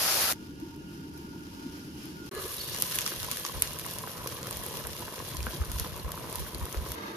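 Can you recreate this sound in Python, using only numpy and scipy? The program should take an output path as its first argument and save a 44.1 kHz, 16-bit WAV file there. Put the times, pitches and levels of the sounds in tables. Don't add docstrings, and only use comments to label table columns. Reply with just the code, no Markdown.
import sys
import numpy as np
from scipy import signal
from scipy.fft import rfft, irfft
from scipy.io import wavfile
from scipy.ndimage import uniform_filter1d

SR = 44100
rng = np.random.default_rng(int(sys.argv[2]) if len(sys.argv) > 2 else 0)


def to_wav(s):
    ch = np.atleast_2d(s).T
    pcm = np.round(np.clip(ch, -1, 1) * 32767)
    wavfile.write(sys.argv[1], SR, pcm.astype(np.int16))


N = 315756

POUR_S, FIRE_S, WOK_S, FAR_S = (0, .326), (.326, 2.293), (2.313, 6.953), (6.955, 7.2)
OPEN_S = (2.7, 6.95)
TOP_HZ = 15600
T = np.arange(N) / SR
HZ = np.maximum(np.arange(N // 2 + 1) * SR / N, 1)


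def undb(db):
    return 10 ** (np.asarray(db) / 20)


def unit(x):
    return x / np.sqrt(np.mean(x ** 2))


def curves(rows):
    times, *columns = np.transpose(rows)
    return [np.interp(T, times, column) for column in columns]


def over_hz(points):
    hz, value = np.transpose(points)
    return np.interp(np.log(HZ), np.log(hz), value)


def colour(x, points):
    low_cut = np.sqrt(1 + (points[0][0] / 2 / HZ) ** 4)
    gain = undb(over_hz(points)) / low_cut
    return irfft(rfft(x) * unit(gain * (HZ < TOP_HZ)), N)


def resonate(x, modes):
    gain = 0
    for hz, width_hz, db in modes:
        gain = gain + undb(db) / (1 + 1j * (HZ ** 2 - hz ** 2) / (HZ * width_hz))
    return unit(irfft(rfft(x) * gain, N))


def noise():
    return rng.standard_normal((2, N))


def waver(rate, depth_db):
    size = int(SR / rate)
    held = np.repeat(rng.standard_normal(N // size + 1), size)
    smooth = uniform_filter1d(uniform_filter1d(held, size), size)[:N]
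    return undb(depth_db * unit(smooth))


def during(span):
    return uniform_filter1d(1. * ((T >= span[0]) & (T < span[1])), size=90)


def swell(s, length_s):
    return np.exp(-(2 * (T - s) / length_s) ** 2)


def scatter(span, count):
    return span[0] + (span[1] - span[0]) * (np.arange(count) + rng.random(count)) / count


def sizes(spread_db, count):
    return undb(spread_db * np.minimum(rng.exponential(size=count), 5))


def crackle(rate, spread_db, decay_s):
    bursts = (rng.random(N) < rate / SR) * sizes(spread_db, count=N) ** 2
    power = signal.lfilter([1], [1, -np.exp(-2 / (decay_s * SR))], bursts)
    return unit(noise() * np.sqrt(power))


def add(out, s, sound):
    i = int(np.clip(s * SR, 0, N - 1))
    out[:, i:i + sound.shape[1]] += sound[:, :N - i]


def snaps(times, peaks_db, decay_s, tail_db, tail_s):
    out, t = np.zeros((2, N)), T[:4096]
    shape = np.exp(-t / decay_s) + undb(tail_db) * np.exp(-t / tail_s)
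    for s, db in zip(times, peaks_db):
        grit = rng.choice([-1, 1], (2, len(t)))
        add(out, s, grit * shape * undb(db))
    return out


def bubbles(rows, cycles, glide):
    out, t = np.zeros((2, N)), T[:1100]
    lives = cycles * rng.uniform(.85, 1.15, len(rows))
    port_phase = np.array([[0], [np.pi / 2]])
    for (s, db, hz), life in zip(rows, lives):
        age = t * hz / life
        phase = 2 * np.pi * hz * t * (1 + glide * np.minimum(age, 2)) + port_phase
        envelope = np.exp(-age) * (1 - np.exp(-2 * hz * t))
        add(out, s, undb(db) * envelope * np.sin(phase))
    return out


def puffs(rows, apart, glide=0.17):
    out, t = np.zeros((2, N)), T[:8820] - .1
    draws = rng.uniform(-1.0, 1, (len(rows), 3))
    for (s, length_s, db, hz), (start, skew, slide) in zip(rows, draws):
        phase = 2 * np.pi * hz * t * (1 + glide * slide * t / length_s)
        phase = phase + np.pi * start + apart * skew * np.array([[1], [-1]])
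        add(out, s + t[0], undb(db) * np.exp(-(2 * t / length_s) ** 2) * np.sin(phase))
    return out


def reflect(x, wet_db, t60_s, dull):
    t = T[:SR // 2]
    tail = signal.lfilter([1], [1, -dull], rng.standard_normal((2, len(t))))
    tail = tail * np.exp(-np.log(1000) * t / t60_s) * (t > .001)
    tail = tail / np.sqrt(np.sum(tail ** 2) / 2)
    wet = signal.fftconvolve(x, tail, axes=1)[:, :N]
    return (x + undb(wet_db) * wet) / np.sqrt(1 + undb(wet_db) ** 2)


def ports(x, likeness):
    alike = np.clip(over_hz(likeness), -.99, .99)
    a, b = rfft(x)
    mid = (a + b) / 2 * np.sqrt(1 + alike)
    side = (a - b) / 2 * np.sqrt(1 - alike)
    return irfft(np.array([mid + side, mid - side]), N)


# (frequency [Hz], level [dB])
STEAM_SPECTRUM = [(30, -28), (70, -2.5), (150, -4.5), (300, -7), (550, -1), (1200, -1), (1800, -2.5),
                  (2600, -1), (3600, -3), (5000, -0.5), (6500, -3.5), (8000, -4), (11000, -1), (15000, -4)]


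def pour():
    hiss = colour(crackle(rate=10000, spread_db=0, decay_s=0.00048), STEAM_SPECTRUM)
    hiss = hiss * waver(rate=35.6, depth_db=-0.5)
    drops = crackle(rate=500, spread_db=2, decay_s=0.002) * waver(rate=30, depth_db=2)
    splash = resonate(drops, [(710, 360, -5), (1320, 210, 0)])
    bowl = resonate(noise(), [(4800, 1400, 0)]) * undb([[-7], [-22]])
    surge = undb(6.7 * swell(.13, length_s=0.18))
    return (hiss + undb(-13) * splash + bowl * surge) * undb(-27)


# (frequency [Hz], level [dB])
ROAR_SPECTRUM = [(25, -19), (45, -16), (75, -2), (110, -10), (150, -2), (190, -3), (240, -6), (300, 1.5),
                 (350, -6), (410, -11), (500, -21.5), (650, -30)]
# (middle [s], length [s], peak [dB], pitch [Hz])
FLARES = [(.417, 0.013, -40, 284), (.505, 0.033, -40, 279), (.632, 0.022, -32.5, 310),
          (1.052, 0.024, -43, 303), (1.25, 0.013, -36, 217), (1.289, 0.0093, -38, 318),
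          (1.48, 0.024, -42, 312), (1.664, 0.015, -33.5, 257), (2.031, 0.011, -47, 303),
          (2.224, 0.013, -36.5, 308)]
# (frequency [Hz], level [dB])
LOG_SPECTRUM = [(650, -6.5), (1150, -3), (1550, -3.5), (2000, -6.5), (2800, -2), (3800, -5), (5200, -3),
                (6500, -7.5), (8000, -12), (11000, -12.5), (15000, -12.5)]
# (frequency [Hz], level [dB])
SPRAY_SPECTRUM = [(5000, -19), (8000, 1.5), (11500, 3), (15000, 0)]
# (time [s], level [dB])
GAS_LEVEL = [(0.42, -57.5), (0.55, -58.5), (0.65, -56), (0.8, -57), (0.95, -53), (1.1, -57), (1.18, -54),
             (1.28, -56.5), (1.47, -56), (1.77, -51.5), (1.92, -53.5), (2.08, -50.5), (2.16, -53),
             (2.27, -51.5)]
# (frequency [Hz], width [Hz], level [dB])
LOG_HOLLOWS = [(850, 89, -9.5), (921, 17, -2.5), (1427, 17, -2), (1665, 38, -11.5), (2830, 110, -8)]
# (time [s], peak [dB])
WOOD_TICKS = [(0.332, -17), (.6, -35.5), (0.762, -37), (1.136, -36), (1.176, -36), (1.775, -39),
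              (2.056, -29), (2.263, -33)]


def fire():
    gas_db, = curves(GAS_LEVEL)
    roar = colour(noise(), ROAR_SPECTRUM + [(1200, -42), (3000, -70)])
    roar = roar * waver(rate=32, depth_db=0.4) * undb(-43.5)
    flares = undb(-0.5) * puffs(FLARES, apart=0.37)
    gas = colour(noise(), LOG_SPECTRUM) * waver(rate=21, depth_db=1.4)
    fizz = colour(crackle(rate=2400, spread_db=7.0, decay_s=0.00041), SPRAY_SPECTRUM)
    sputter = colour(crackle(rate=1000, spread_db=2.5, decay_s=0.0023), LOG_SPECTRUM)
    sputter = sputter * waver(rate=14.1, depth_db=-2.5)
    echoing = reflect(gas + undb(-12.5) * fizz, wet_db=1.5, t60_s=0.071, dull=0.11)
    hiss = (undb(-1.5) * echoing + undb(-4.5) * sputter) * undb(gas_db)
    singing = np.zeros((2, N))
    for mode in LOG_HOLLOWS:
        singing += resonate(noise(), [mode]) * undb(mode[2]) * waver(rate=22, depth_db=2.9)
    singing = singing * undb(0.22 * (gas_db - gas_db.mean()))
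    ticks = snaps(*np.transpose(WOOD_TICKS), decay_s=0.00017, tail_db=-11.0, tail_s=0.0052)
    return roar + flares + hiss + undb(-58.0) * singing + undb(-5.0) * ticks


# (frequency [Hz], width [Hz], level [dB])
LID_AIR = [(390, 55, 11), (535, 37, -7), (1070, 130, -1)]
# (frequency [Hz], width [Hz], level [dB])
LID_METAL_MODES = [(1210, 120, 1), (1460, 79, -9), (1686, 15, 0), (1970, 40, -7), (2870, 60, -6),
                   (3930, 80, -12), (4140, 47, 0)]
# (middle [s], length [s], peak [dB], pitch [Hz])
LID_ROCKING = [(2.376, 0.017, -33, 410), (2.457, 0.014, -36, 418)]
# (middle [s], length [s], peak [dB], pitch [Hz])
LID_SQUEAKS = [(2.583, .02, -42, 3910), (2.61, 0.021, -36.5, 4500), (2.614, .014, -38, 4260),
               (2.718, .014, -41, 4540)]


def lid():
    covered = resonate(noise(), LID_AIR) * undb(-42.5 - 39 * np.maximum(T - 2.37, 0))
    hardest_s, fade_db_per_s = 2.37, 71
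    drag = np.interp(T, [2.31, hardest_s], [.45, 1])
    drag = drag * undb(-fade_db_per_s * np.maximum(T - hardest_s, 0))
    scrape = resonate(crackle(rate=1400, spread_db=2, decay_s=0.0013), LID_METAL_MODES) * drag
    rocking = puffs(LID_ROCKING, apart=0.3)
    squeaks = puffs(LID_SQUEAKS, apart=0.5, glide=0.028)
    rubbing = resonate(crackle(rate=900, spread_db=1.5, decay_s=.001), [(3770, 260, -3), (4440, 190, 0)])
    touching = np.interp(T, [2.54, 2.6, 2.7, 2.78], [0, 1, 1, 0])
    return covered + rocking + undb(-43.0) * scrape + squeaks + undb(-46) * rubbing * touching


# (frequency [Hz], level [dB])
SIZZLE_SPECTRUM = [(500, -30), (1500, -0.5), (2200, -2), (3200, 3.5), (4500, 3.5), (6000, 2), (8000, -4),
                   (11500, -1), (15000, -4.5)]
# (time [s], level [dB])
FRYING_LEVEL = [(2.33, -50.5), (2.42, -42.5), (2.6, -40.5), (2.8, -38), (3.05, -39), (3.4, -40), (3.7, -43),
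                (4.1, -45), (4.6, -44.5), (5.2, -45.5), (5.8, -47), (6.94, -48)]


def frying():
    fry_db, = curves(FRYING_LEVEL)
    opening = undb(np.interp(T, [2.62, 2.68], [-3.5, 0]))
    hiss = undb(-5.5) * colour(crackle(rate=110, spread_db=2.0, decay_s=0.0012), SIZZLE_SPECTRUM) * opening
    shift = np.pi * T / 1.105
    for share in (np.cos(shift), np.sin(shift)):
        rim = colour(crackle(rate=1300, spread_db=1.0, decay_s=0.00072), SIZZLE_SPECTRUM) * opening
        spray = colour(crackle(rate=460, spread_db=2.5, decay_s=0.00051), SPRAY_SPECTRUM)
        fizzing = undb(-2.0) * rim + undb(-2.5) * spray
        hiss = hiss + share * reflect(fizzing, wet_db=-2.0, t60_s=0.025, dull=0.28)
    return hiss * waver(rate=16, depth_db=1.57) * undb(fry_db) + spits(fry_db)


# (frequency [Hz], level [dB])
BROTH_SPECTRUM = [(25, -23), (55, -18), (90, -4.5), (150, 4), (230, -7), (400, -3.5), (600, -5.5),
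                  (760, -13), (1020, -8), (1400, -20.5), (2200, -17.5), (5000, -30)]
# (frequency [Hz], width [Hz], level [dB])
BOWL_MODES = [(377, 22, -6.5), (446, 16, -3), (590, 65, -8), (1029, 85, -1.5), (1473, 38, -15),
              (1900, 62, -19)]


def boiling(count=750, centre_hz=1150, octaves=0.34):
    boil = undb(-47.5 + np.interp(T, [2.6, 2.75], [-5, 0])) * waver(rate=22, depth_db=0.78)
    depth = undb(np.interp(T, [3.7, 4.8], [-1, 0]))
    murmur = colour(crackle(rate=420, spread_db=2.0, decay_s=0.0053), BROTH_SPECTRUM)
    times = rng.uniform(*WOK_S, count)
    pitch_hz = centre_hz * 2 ** (octaves * rng.standard_normal(count))
    rows = np.transpose([times, rng.uniform(-21, 0, count), pitch_hz])
    small = unit(bubbles(rows, cycles=2.1, glide=0.024))
    bowl = resonate(crackle(rate=130, spread_db=0.9, decay_s=0.00087), BOWL_MODES)
    deep = (undb(3.0) * murmur + undb(-5) * bowl) * depth
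    return (deep + undb(-9.0) * small) * boil + plops()


# (frequency [Hz], level [dB])
BUFFET_SPECTRUM = [(20, -24), (40, -8.5), (60, -4), (85, 0.5), (130, -14), (250, -18.5), (600, -82)]
# (middle [s], length [s], peak [dB], pitch [Hz])
GUSTS = [(3.572, 0.053, -34, 54), (3.638, .035, -42, 58), (5.391, 0.037, -30.5, 62.4),
         (5.43, 0.064, -30, 58.4), (5.479, 0.068, -33, 60.4), (5.617, 0.026, -22, 71),
         (5.706, 0.051, -33, 55), (5.76, 0.045, -27.5, 57), (5.818, 0.027, -28, 62),
         (6.06, 0.032, -26, 62.5), (6.419, 0.072, -31.5, 66), (6.561, 0.048, -32.5, 60),
         (6.631, 0.05, -29, 64.7), (6.784, 0.036, -23.5, 54.3), (6.825, 0.024, -27, 70),
         (6.911, 0.049, -35, 62.4)]


def draught():
    air = colour(noise() + 0.7 * noise()[0], BUFFET_SPECTRUM)
    flutter = undb(-53 + np.interp(T, [5.2, 5.4], [0.5, 2.5])) * waver(rate=30, depth_db=3.5)
    eddies = undb(-13.5) * sum(undb(db) * swell(s, length_s) for s, length_s, db, hz in GUSTS)
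    thumps = puffs(GUSTS, apart=1.0, glide=0.29)
    return air * np.hypot(flutter, eddies) + undb(-2.0) * thumps


# (frequency [Hz], level [dB])
SPIT_SPECTRUM = [(200, -49), (1100, -2), (2200, -2), (5500, 1.5), (8000, -1.5), (12000, -32)]
# (time [s], bright snap [dB], lower crack [dB])
PLACED_SPITS = [(2.3505, -26, -40), (2.7465, -22, -27), (2.812, -22, -33), (2.8228, -9.5, -20.5),
                (2.9117, -25, -31), (2.9527, -19, -46), (2.9552, -16, -40), (2.9632, -20, -48),
                (2.9872, -12.5, -17.5), (3.009, -15.5, -36), (3.0165, -24, -25), (3.0632, -19, -17.5),
                (3.0767, -19, -25), (3.2305, -22, -28), (3.247, -27, -31), (3.3144, -15, -25.5),
                (3.3205, -26, -30), (3.3712, -22, -25.5), (3.4501, -30, -23), (3.4642, -22, -25),
                (3.622, -7.5, -17.5), (3.6745, -30, -28), (3.788, -21, -33), (3.7965, -23, -31),
                (3.8526, -24, -37), (3.864, -20, -38), (3.911, -24, -33), (3.957, -36, -34),
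                (3.9859, -20.5, -36), (4.273, -22.5, -25), (4.2756, -20, -42), (4.43, -32, -31),
                (4.4705, -21, -32), (4.51, -21, -35), (4.5276, -27, -33), (4.5705, -20, -35),
                (4.637, -21, -46), (4.6643, -21, -44), (4.741, -40, -40), (4.7715, -26, -31),
                (4.8703, -18, -34), (4.9325, -37, -32.5), (5.1915, -41, -34), (5.369, -22.5, -29),
                (5.429, -29, -32), (5.463, -27, -43), (5.573, -29, -45), (5.7169, -18.5, -34),
                (5.76, -27, -42), (5.7863, -28, -32), (5.798, -14, -25), (5.9633, -25, -39),
                (6.1188, -22, -33), (6.2985, -29, -41), (6.3275, -21, -36), (6.3568, -18.5, -30),
                (6.3953, -26, -34), (6.4003, -21, -38), (6.5475, -27, -33), (6.655, -27, -39),
                (6.727, -22, -33), (6.772, -35, -35), (6.919, -22, -31)]


def spits(fry_db, count=40):
    when = scatter(OPEN_S, count=count)
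    heat_db = np.interp(when, T, fry_db)
    small_snap_db = heat_db + rng.uniform(12, 16, count)
    small_crack_db = heat_db + rng.uniform(1, 6, count)
    small = np.transpose([when, small_snap_db, small_crack_db])
    times, snap_db, crack_db = np.vstack([PLACED_SPITS, small]).T
    snap = colour(snaps(times, snap_db, decay_s=0.00028, tail_db=-19.0, tail_s=0.0045), SPRAY_SPECTRUM)
    crack = colour(snaps(times, crack_db, decay_s=0.0011, tail_db=-19.5, tail_s=0.029), SPIT_SPECTRUM)
    return undb(-0.7) * snap + undb(-0.17) * crack


# (frequency [Hz], level [dB])
SMACK_SPECTRUM = [(700, 2), (1200, 0.5), (2100, 0), (3200, -8.5), (6000, -34), (12000, -33)]
# (time [s], peak [dB], pitch [Hz], ring length [cycles], low answer of the bowl [dB])
SINGLE_BUBBLES = [(3.119, -20.5, 1540, 2, -27), (3.247, -21.5, 1180, 1.5, -40),
                  (3.285, -26.5, 1026, 3.4, -50), (3.321, -28, 1110, 2.4, -33),
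                  (3.4499, -22, 1130, 3.2, -37), (3.496, -24.5, 1060, 2.9, -46),
                  (3.6535, -24.5, 1740, 2, -34), (3.8473, -23, 2000, 1.8, -39),
                  (3.8631, -27, 1060, 2.5, -40), (4.0376, -25.5, 970, 3, -48),
                  (4.0746, -20, 1500, 1.5, -29), (4.094, -29, 1150, 2.2, -36), (4.108, -32, 1300, 2, -41),
                  (4.2598, -25.5, 1080, 3.7, -27), (4.371, -41, 900, 2, -39), (4.3875, -28, 1020, 2.5, -42),
                  (4.4293, -39, 900, 2, -30), (4.458, -28, 1300, 2.2, -39), (4.51, -28, 1080, 3, -41),
                  (4.596, -32, 664, 2.2, -47), (4.6135, -31, 1030, 2.5, -55), (4.626, -32, 1860, 2.8, -42),
                  (4.741, -28, 980, 2.5, -46), (4.799, -30, 1600, 2, -30), (4.851, -20, 1500, 1.1, -33),
                  (5.0235, -28.5, 930, 3.2, -45), (5.081, -23.5, 1550, 1.5, -31),
                  (5.1368, -30, 980, 2, -44), (5.1806, -28, 1450, 2, -32), (5.202, -24, 1050, 1.8, -45),
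                  (5.35, -31, 970, 2.7, -47), (5.4056, -22, 2400, 1.8, -35),
                  (5.4678, -15.5, 1470, 1.7, -32), (5.5336, -30, 995, 2.5, -31),
                  (5.6165, -25.5, 1230, 2, -32), (5.637, -29, 1480, 2.8, -38),
                  (5.7855, -34, 1700, 1.5, -48), (5.8457, -24, 1150, 1.4, -31),
                  (5.848, -26, 3380, 3.6, -46), (5.866, -28, 4700, 5.6, -29), (5.9976, -30, 4140, 6.3, -35),
                  (6.0455, -31, 975, 2.5, -46), (6.0802, -27, 990, 2.5, -43), (6.0927, -27, 1170, 2, -33),
                  (6.12, -34, 1400, 2, -47), (6.142, -28, 960, 2.8, -41), (6.177, -22.5, 1150, 1.2, -35),
                  (6.3273, -33, 945, 2.5, -37), (6.348, -27, 965, 3.4, -32), (6.3867, -31.5, 940, 2.5, -46),
                  (6.4213, -32, 1000, 1.8, -30), (6.465, -29, 1470, 2.5, -49),
                  (6.546, -25.5, 4260, 5.3, -33), (6.6128, -27, 1170, 1.4, -39),
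                  (6.666, -28, 1240, 1.9, -41), (6.745, -19.5, 1460, 1.4, -25), (6.7595, -36, 1000, 2, -34),
                  (6.8626, -25.5, 1020, 2.2, -24.5)]


def plops():
    times, peak_db, hz, cycles, answer_db = np.transpose(SINGLE_BUBBLES)
    ring = bubbles(np.transpose([times, peak_db, hz]), cycles=cycles, glide=0.013)
    softer_db = 8 * np.minimum(np.log2(hz / 1000), 0)
    tears = snaps(times, peak_db + softer_db, decay_s=0.00022, tail_db=-26, tail_s=0.014)
    smack = colour(tears, SMACK_SPECTRUM)
    answer_hz = 438 * 2 ** (0.31 * rng.standard_normal(len(times)))
    answer = bubbles(np.transpose([times, answer_db, answer_hz]), cycles=1.95, glide=.01)
    return undb(-2.0) * ring + undb(-7) * smack + undb(-2.5) * answer


# (frequency [Hz], level [dB])
FAR_SPECTRUM = [(30, -28), (70, 7.5), (130, 2), (210, -5), (330, 9), (470, -11), (600, -5), (760, -0.5),
                (950, 2.5), (1600, -1), (2500, -6), (4500, -8.5), (6500, -14.5), (8000, -25),
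                (12000, -14.5), (15000, -29)]
# (frequency [Hz], width [Hz], level [dB])
FAR_TONES = [(204, 21, 7.5), (463, 30, 7.5), (584, 58, -2), (910, 58, 2), (1190, 87, -1), (2660, 34, -15),
             (3140, 100, -22)]


def far_hearth():
    simmer = colour(crackle(rate=750, spread_db=-2.0, decay_s=0.0051), FAR_SPECTRUM)
    blurred = reflect(simmer, wet_db=2.0, t60_s=0.046, dull=0.14)
    return undb(-42.0) * blurred + undb(-43.5) * resonate(noise(), FAR_TONES)


# (frequency [Hz], correlation [-1 to 1])
LIKENESS_FACING = [(100, 1), (350, 0.92), (700, 0.54), (1300, 0.45), (2400, 0.086), (5000, -0.023),
                   (6800, 0.11), (8000, -1.01), (9500, 0.012), (10700, 0.93), (12700, 0.95), (13800, 0.4),
                   (15000, -1.3)]
# (frequency [Hz], correlation [-1 to 1])
LIKENESS_SIDEWAYS = [(100, 0.95), (370, 0.9), (680, -0.066), (930, -0.17), (1420, -0.56), (2100, -0.027),
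                     (2900, -0.13), (4400, 0.05), (6800, 0.061), (8000, -0.93), (9500, 0.44), (10700, 0.72),
                     (12700, 1), (13800, 0.25), (15000, -1.4)]


def scene():
    wok = reflect(lid() + frying() + boiling(), wet_db=-14.0, t60_s=0.2, dull=0.64)
    facing = pour() * during(POUR_S) + wok * during(WOK_S)
    sideways = fire() * during(FIRE_S) + far_hearth() * during(FAR_S)
    heard = ports(facing, LIKENESS_FACING) + ports(sideways, LIKENESS_SIDEWAYS)
    return heard + draught() * during(WOK_S)


def record(dry):
    return signal.sosfilt(signal.ellip(8, .2, 70, TOP_HZ, fs=SR, output="sos"), dry)


dry = scene()
out = record(dry)
to_wav(out)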